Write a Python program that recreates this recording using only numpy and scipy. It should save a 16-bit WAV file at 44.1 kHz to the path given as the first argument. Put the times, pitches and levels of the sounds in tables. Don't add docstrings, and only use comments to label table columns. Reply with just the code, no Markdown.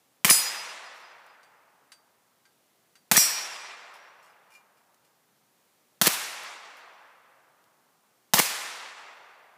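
import sys
import numpy as np
from scipy import signal
from scipy.fft import rfft, irfft, next_fast_len
from scipy.io import wavfile

SR = 44100
rng = np.random.default_rng(int(sys.argv[2]) if len(sys.argv) > 2 else 0)


def digitize_waveform(pressure):
    field = np.atleast_2d(pressure).T
    bounded = np.clip(field, -1, 1)
    quanta = np.round(bounded * 32767).astype(np.int16)
    wavfile.write(sys.argv[1], SR, quanta)


N = 422037
TIME = np.arange(N) / SR

# (time [s], blast [dB], scatter [dB], crack at the target [dB], blow on the timber [dB])
SHOT_LEVELS = [(0.2467, 1.5, 0.5, -7, -7.5), (3.1144, 2, 0.5, -7, -10), (6.0144, 0.5, 0, -9, 4),
               (8.3363, 1, 0.5, -6, 1.5)]
# (pitch [Hz], t60 [s], hit 1 [dB], hit 2 [dB], hit 3 [dB])
PLATE_MODES = [(2390, 1.35, -45, -37, -60), (2840, .6, -50, -46, -56), (4365, .65, -34, -34, -48),
               (4979, .85, -22.5, -29, -42), (5310, .5, -46, -42, -54), (5440, .85, -43, -26, -54),
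               (5732, .58, -27, -19, -50), (6138, .38, -23, -28, -45), (6908, .5, -27, -44, -35),
               (7348, .5, -28, -28, -54), (7794, .48, -27, -24, -38), (8035, .42, -27, -24, -43),
               (8965, .41, -24, -24.5, -29), (9195, .38, -19, -28, -52), (9435, .45, -46, -34, -33),
               (9841, .38, -37, -30, -46), (10390, .36, -19, -37, -52), (10650, .45, -29, -36, -45),
               (10962, .38, -22, -33, -34), (11510, .48, -37, -35, -47), (12065, .46, -34, -30, -40),
               (12280, .36, -34, -30, -48), (12668, .36, -27, -29, -42), (13290, .32, -38, -27, -42),
               (13910, .38, -52, -30, -46), (14550, .37, -23.5, -42, -50), (14615, .32, -25, -28, -46),
               (14915, .34, -33, -28, -39)]
# (frequency [Hz], level [dB per Hz], t60 [s])
WOODS_REVERB = [(60, -100, 1.3), (162, -77.5, 1.2), (283, -83, 2.2), (501.7, -76.5, 3.49),
                (968.7, -67, 3.075), (1430, -68, 2.805), (2240, -63.5, 2.026), (3400, -67, 1.68),
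                (5040, -65.5, 1.373), (8400, -66, 1.036), (12000, -65, 0.7), (16000, -70, .6)]


def from_db(db):
    return 10 ** (np.asarray(db) / 20)


def fade(t, t60):
    return from_db(-60 * t / t60)


def seconds(length):
    return np.arange(int(length * SR)) / SR


def add(out, s, sound):
    start = int(s * SR)
    out[start:start + len(sound)] += sound[:N - start]


def cut(x, hz, kind, order=2):
    return signal.sosfilt(signal.butter(order, np.clip(hz, 10, .47 * SR), kind, fs=SR, output="sos"), x)


def at_hz(table, hz):
    points, *columns = np.transpose(table)
    return [np.interp(np.log(hz + 1), np.log(points), c) for c in columns]


def noise(spectrum):
    size = next_fast_len(N, True)
    db, = at_hz(spectrum, np.arange(size // 2 + 1) * SR / size)
    shaped = rfft(rng.standard_normal(size)) * from_db(db)
    return irfft(shaped, size)[:N] * np.sqrt(SR / 2)


def burst(t, t60):
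    return rng.standard_normal(len(t)) * fade(t, t60)


def ring(t, hz, t60):
    return np.sin(2 * np.pi * hz * t) * fade(t, t60)


def wander(t, rate):
    knots = np.arange(0, t[-1] + 1, 1 / rate)
    return np.interp(t, knots, rng.standard_normal(len(knots)))


def after_shots(t60, rise_s):
    out, t = np.zeros(N), seconds(3.5)
    shape = (1 - np.exp(-t / rise_s)) * fade(t, t60)
    for s, _, scatter_db, *_ in SHOT_LEVELS:
        add(out, s, from_db(scatter_db) * shape)
    return out


def still_air():
    # (frequency [Hz], level [dB per Hz])
    air_spectrum = [(25, -107), (60, -108), (120, -104), (190, -105), (350, -106), (800, -108),
                    (1600, -112), (4000, -115.5), (9000, -117), (15000, -117.5)]
    return noise(air_spectrum)


def blasts(shock_db=2, shock_s=0.00016, gas_db=-7, gas_t60=0.019, gas_low_hz=700,
           thump_db=-14, thump_hz=225, thump_t60=.013):
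    # (delay [s], level [dB], low cut [Hz], high cut [Hz])
    blast_paths = [(0, -1, 70.4, 17630), (.0046, -2.5, 59.78, 16010), (.0059, -5, 122.4, 9000),
                   (.022, -18.5, 492, 6070), (.0362, -11.5, 395.1, 3500), (0.062, -1, 119.5, 3018)]
    out, t = np.zeros(N), seconds(.06)
    shock = from_db(shock_db) * (1 - t / shock_s) * np.exp(-t / shock_s)
    thump = from_db(thump_db) * ring(t, thump_hz, thump_t60)
    for s, blast_db, *_ in SHOT_LEVELS:
        gas = from_db(gas_db) * cut(burst(t, gas_t60), gas_low_hz, "high")
        for delay, db, low_hz, high_hz in blast_paths + woodpile():
            arrival = cut(shock + thump + gas, [low_hz, high_hz], "band", order=1)
            add(out, s + delay, from_db(blast_db + db) * arrival)
    return out


def yard():
    # (frequency [Hz], level [dB per Hz])
    yard_spectrum = [(40, -100), (150, -66), (350, -64), (900, -62), (2200, -67.5), (5000, -65.5),
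                     (9000, -64.5), (14000, -62.5)]
    return noise(yard_spectrum) * after_shots(t60=0.39, rise_s=0.0025)


def woods(rise_s=0.017, patchy_db=1.0, clumps_per_s=50):
    out = np.zeros(N)
    white = rng.standard_normal((2, N)) * np.sqrt(SR / 2)
    edges_hz = np.geomspace(60, 17000, 23)
    shared_drift = wander(TIME, clumps_per_s)
    for k, (low, high) in enumerate(zip(edges_hz, edges_hz[1:])):
        db, t60 = at_hz(WOODS_REVERB, np.sqrt(low * high))
        clumps_db = patchy_db * (0.56 * shared_drift + wander(TIME, clumps_per_s))
        band = cut(white[k % 2], [low, high], "band", order=4)
        out += from_db(db + clumps_db) * band * after_shots(t60, rise_s)
    return out


def woodpile(logs=3, nearest_s=.0463, step_s=.0017, db=-5.5, low_hz=1200, high_hz=2850):
    return [(nearest_s + k * step_s, db, low_hz, high_hz) for k in range(logs)]


def plate(splash_low_hz=4500, echo_db=-10, leaf_loss_hz=6000, echo_rise_s=0.038,
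          flutter_per_s=28, sway_db=3.5, sway_per_s=22):
    # (time [s], ring [dB], splash [dB], splash t60 [s])
    hits = [(.2990, 1, -16.5, 0.33), (3.1670, 2, -15, 0.24), (8.3904, -2.5, -27, 0.12)]
    out, t = np.zeros(N), seconds(1.6)
    build_up = from_db(echo_db) * (1 - np.exp(-t / echo_rise_s))
    for k, (s, ring_db, splash_db, splash_t60) in enumerate(hits):
        add(out, s, from_db(splash_db) * cut(burst(t, splash_t60), splash_low_hz, "high"))
        for hz, t60, *spot_db in PLATE_MODES:
            direct = ring(t, hz, t60) * rng.choice([-1, 1]) * from_db(sway_db * wander(t, sway_per_s))
            _, woods_t60 = at_hz(WOODS_REVERB, hz)
            through_leaves = 1 / (1 + (hz / leaf_loss_hz) ** 3)
            echo = ring(t, hz, woods_t60) * wander(t, flutter_per_s) * build_up * through_leaves
            add(out, s, from_db(ring_db + spot_db[k]) * (direct + echo))
    return out


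def impacts(flight_s=.0533, crack_low_hz=1400, crack_t60=0.013,
            timber_lag_s=.0032, timber_hz=2400, timber_t60=0.015, splinter_db=-7, splinter_low_hz=1300,
            thud_db=-12, thud_hz=430, thud_t60=0.01,
            echo_s=.0059, echo_db=-3, echo_t60=0.014, echo_thud_db=-19):
    out, t = np.zeros(N), seconds(.1)
    thud = ring(t, thud_hz, thud_t60)

    def split_wood(t60):
        knock = cut(burst(t, t60), [timber_hz * 0.86, timber_hz * 0.97], "band")
        splinters = cut(burst(t, t60), splinter_low_hz, "high", order=1)
        return knock + from_db(splinter_db) * splinters

    for s, _, _, crack_db, timber_db in SHOT_LEVELS:
        crack_at = s + flight_s
        timber_at = crack_at + timber_lag_s
        add(out, crack_at, from_db(crack_db) * cut(burst(t, crack_t60), crack_low_hz, "high", order=1))
        add(out, timber_at, from_db(timber_db) * (split_wood(timber_t60) + from_db(thud_db) * thud))
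        echo = from_db(echo_db) * split_wood(echo_t60) + from_db(echo_thud_db) * thud
        add(out, timber_at + echo_s, echo)
    return out


def plate_rattle(touch_gap_s=.017, jitter=.08, touch_top_hz=10500, scuff_db=8, scuff_t60=0.17,
                 ring_t60=0.18, spread_db=4, flex_falloff=4.9, tilt=0.46):
    # (time [s], length [s], first touch [dB], swell [dB per s], low-mode boost [dB])
    rattles = [(0.943, .075, -74, -30, 0), (3.938, .025, -68, -280, -2), (4.226, .075, -74.5, -90, 4),
               (4.504, .06, -74.5, 80, 15), (4.77, .01, -79, 0, 4), (5.048, .01, -78.5, -1, 3.5)]
    out, t = np.zeros(N), seconds(.4)
    pitches = np.array(PLATE_MODES)[:, 0]
    lowness = pitches[0] / pitches
    for s, length, db, swell_db_per_s, flex_db in rattles:
        for lag in np.arange(0, length, touch_gap_s):
            mode_db = rng.normal(0, spread_db, len(pitches)) + flex_db * lowness ** flex_falloff
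            strengths = from_db(mode_db) * lowness ** tilt * rng.choice([-1, 1], len(pitches))
            modes = sum(gain * ring(t, hz, ring_t60) for gain, hz in zip(strengths, pitches))
            scuff = from_db(scuff_db) * burst(t, scuff_t60)
            touch = cut(modes + scuff, touch_top_hz, "low", order=1)
            touch_at = s + lag * (1 + jitter * rng.uniform(-1, 1))
            add(out, touch_at, from_db(db + swell_db_per_s * lag) * touch)
    return out


def debris():
    # (time [s], level [dB], brightness [Hz], t60 [s])
    ticks = [(1.264, -61, 10000, .05), (4.944, -60.5, 7000, .025), (6.434, -44.5, 12600, .04),
             (6.768, -59.5, 10970, 0.15), (7.641, -60.5, 7000, .015)]
    out, t = np.zeros(N), seconds(.15)
    for s, db, hz, t60 in ticks:
        add(out, s, from_db(db) * cut(burst(t, t60), [hz * 0.32, hz * 2.4], "band"))
    return out


def hanger(clack_db=3, clack_t60=0.1, clack_low_hz=1200, clack_top_hz=6000):
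    # (time [s], level [dB], brightness [Hz], lowest-mode boost [dB])
    knocks = [(1.431, -58, 12000, -6), (1.919, -47, 9900, -7), (2.4538, -60, 4500, 3.5),
              (2.9544, -56.5, 7900, -12)]
    # (pitch [Hz], level [dB], t60 [s])
    hanger_modes = [(1580, -6, 0.17), (2080, -12.5, 0.08), (4660, -8.5, 0.25), (6200, -10.5, 0.099),
                    (8150, -9, 0.15), (10500, -26, .12), (10900, -15, 0.16), (14600, -13, .15)]
    out, t = np.zeros(N), seconds(.3)
    lowest, *upper = [from_db(db) * ring(t, hz, t60) for hz, db, t60 in hanger_modes]
    for s, db, bright_hz, lowest_db in knocks:
        clack = cut(burst(t, clack_t60), clack_low_hz, "high", order=3)
        clack = cut(clack, clack_top_hz, "low", order=1)
        knock = from_db(lowest_db) * lowest + sum(upper) + from_db(clack_db) * clack
        add(out, s, from_db(db) * cut(knock, bright_hz, "low", order=1))
    return out


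def scene():
    gun = blasts() + yard() + woods()
    target = plate() + impacts() + plate_rattle() + debris() + hanger()
    return (still_air() + gun + target)[None]


def gain_control(x, threshold_db=-20, range_db=4.5, release_db_per_s=1.8):
    over_db = np.clip(20 * np.log10(np.abs(x) + 1e-9) - threshold_db, 0, range_db)
    release_db = release_db_per_s * TIME
    duck_db = np.maximum.accumulate(over_db + release_db) - release_db
    return x * from_db(range_db - duck_db)


def record(dry, ceiling=.66, wind_cut_hz=125, microphone_top_hz=17000, cutoff_hz=15350):
    x = cut(dry[0], wind_cut_hz, "high", order=3)
    x = cut(x, microphone_top_hz, "low", order=6)
    x = ceiling * np.tanh(gain_control(x) / ceiling)
    x = cut(x, 40, "high", order=1)
    steep_cut = signal.ellip(10, .1, 80, cutoff_hz, fs=SR, output="sos")
    return signal.sosfilt(steep_cut, x)[None]


dry = scene()
out = record(dry)
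digitize_waveform(out)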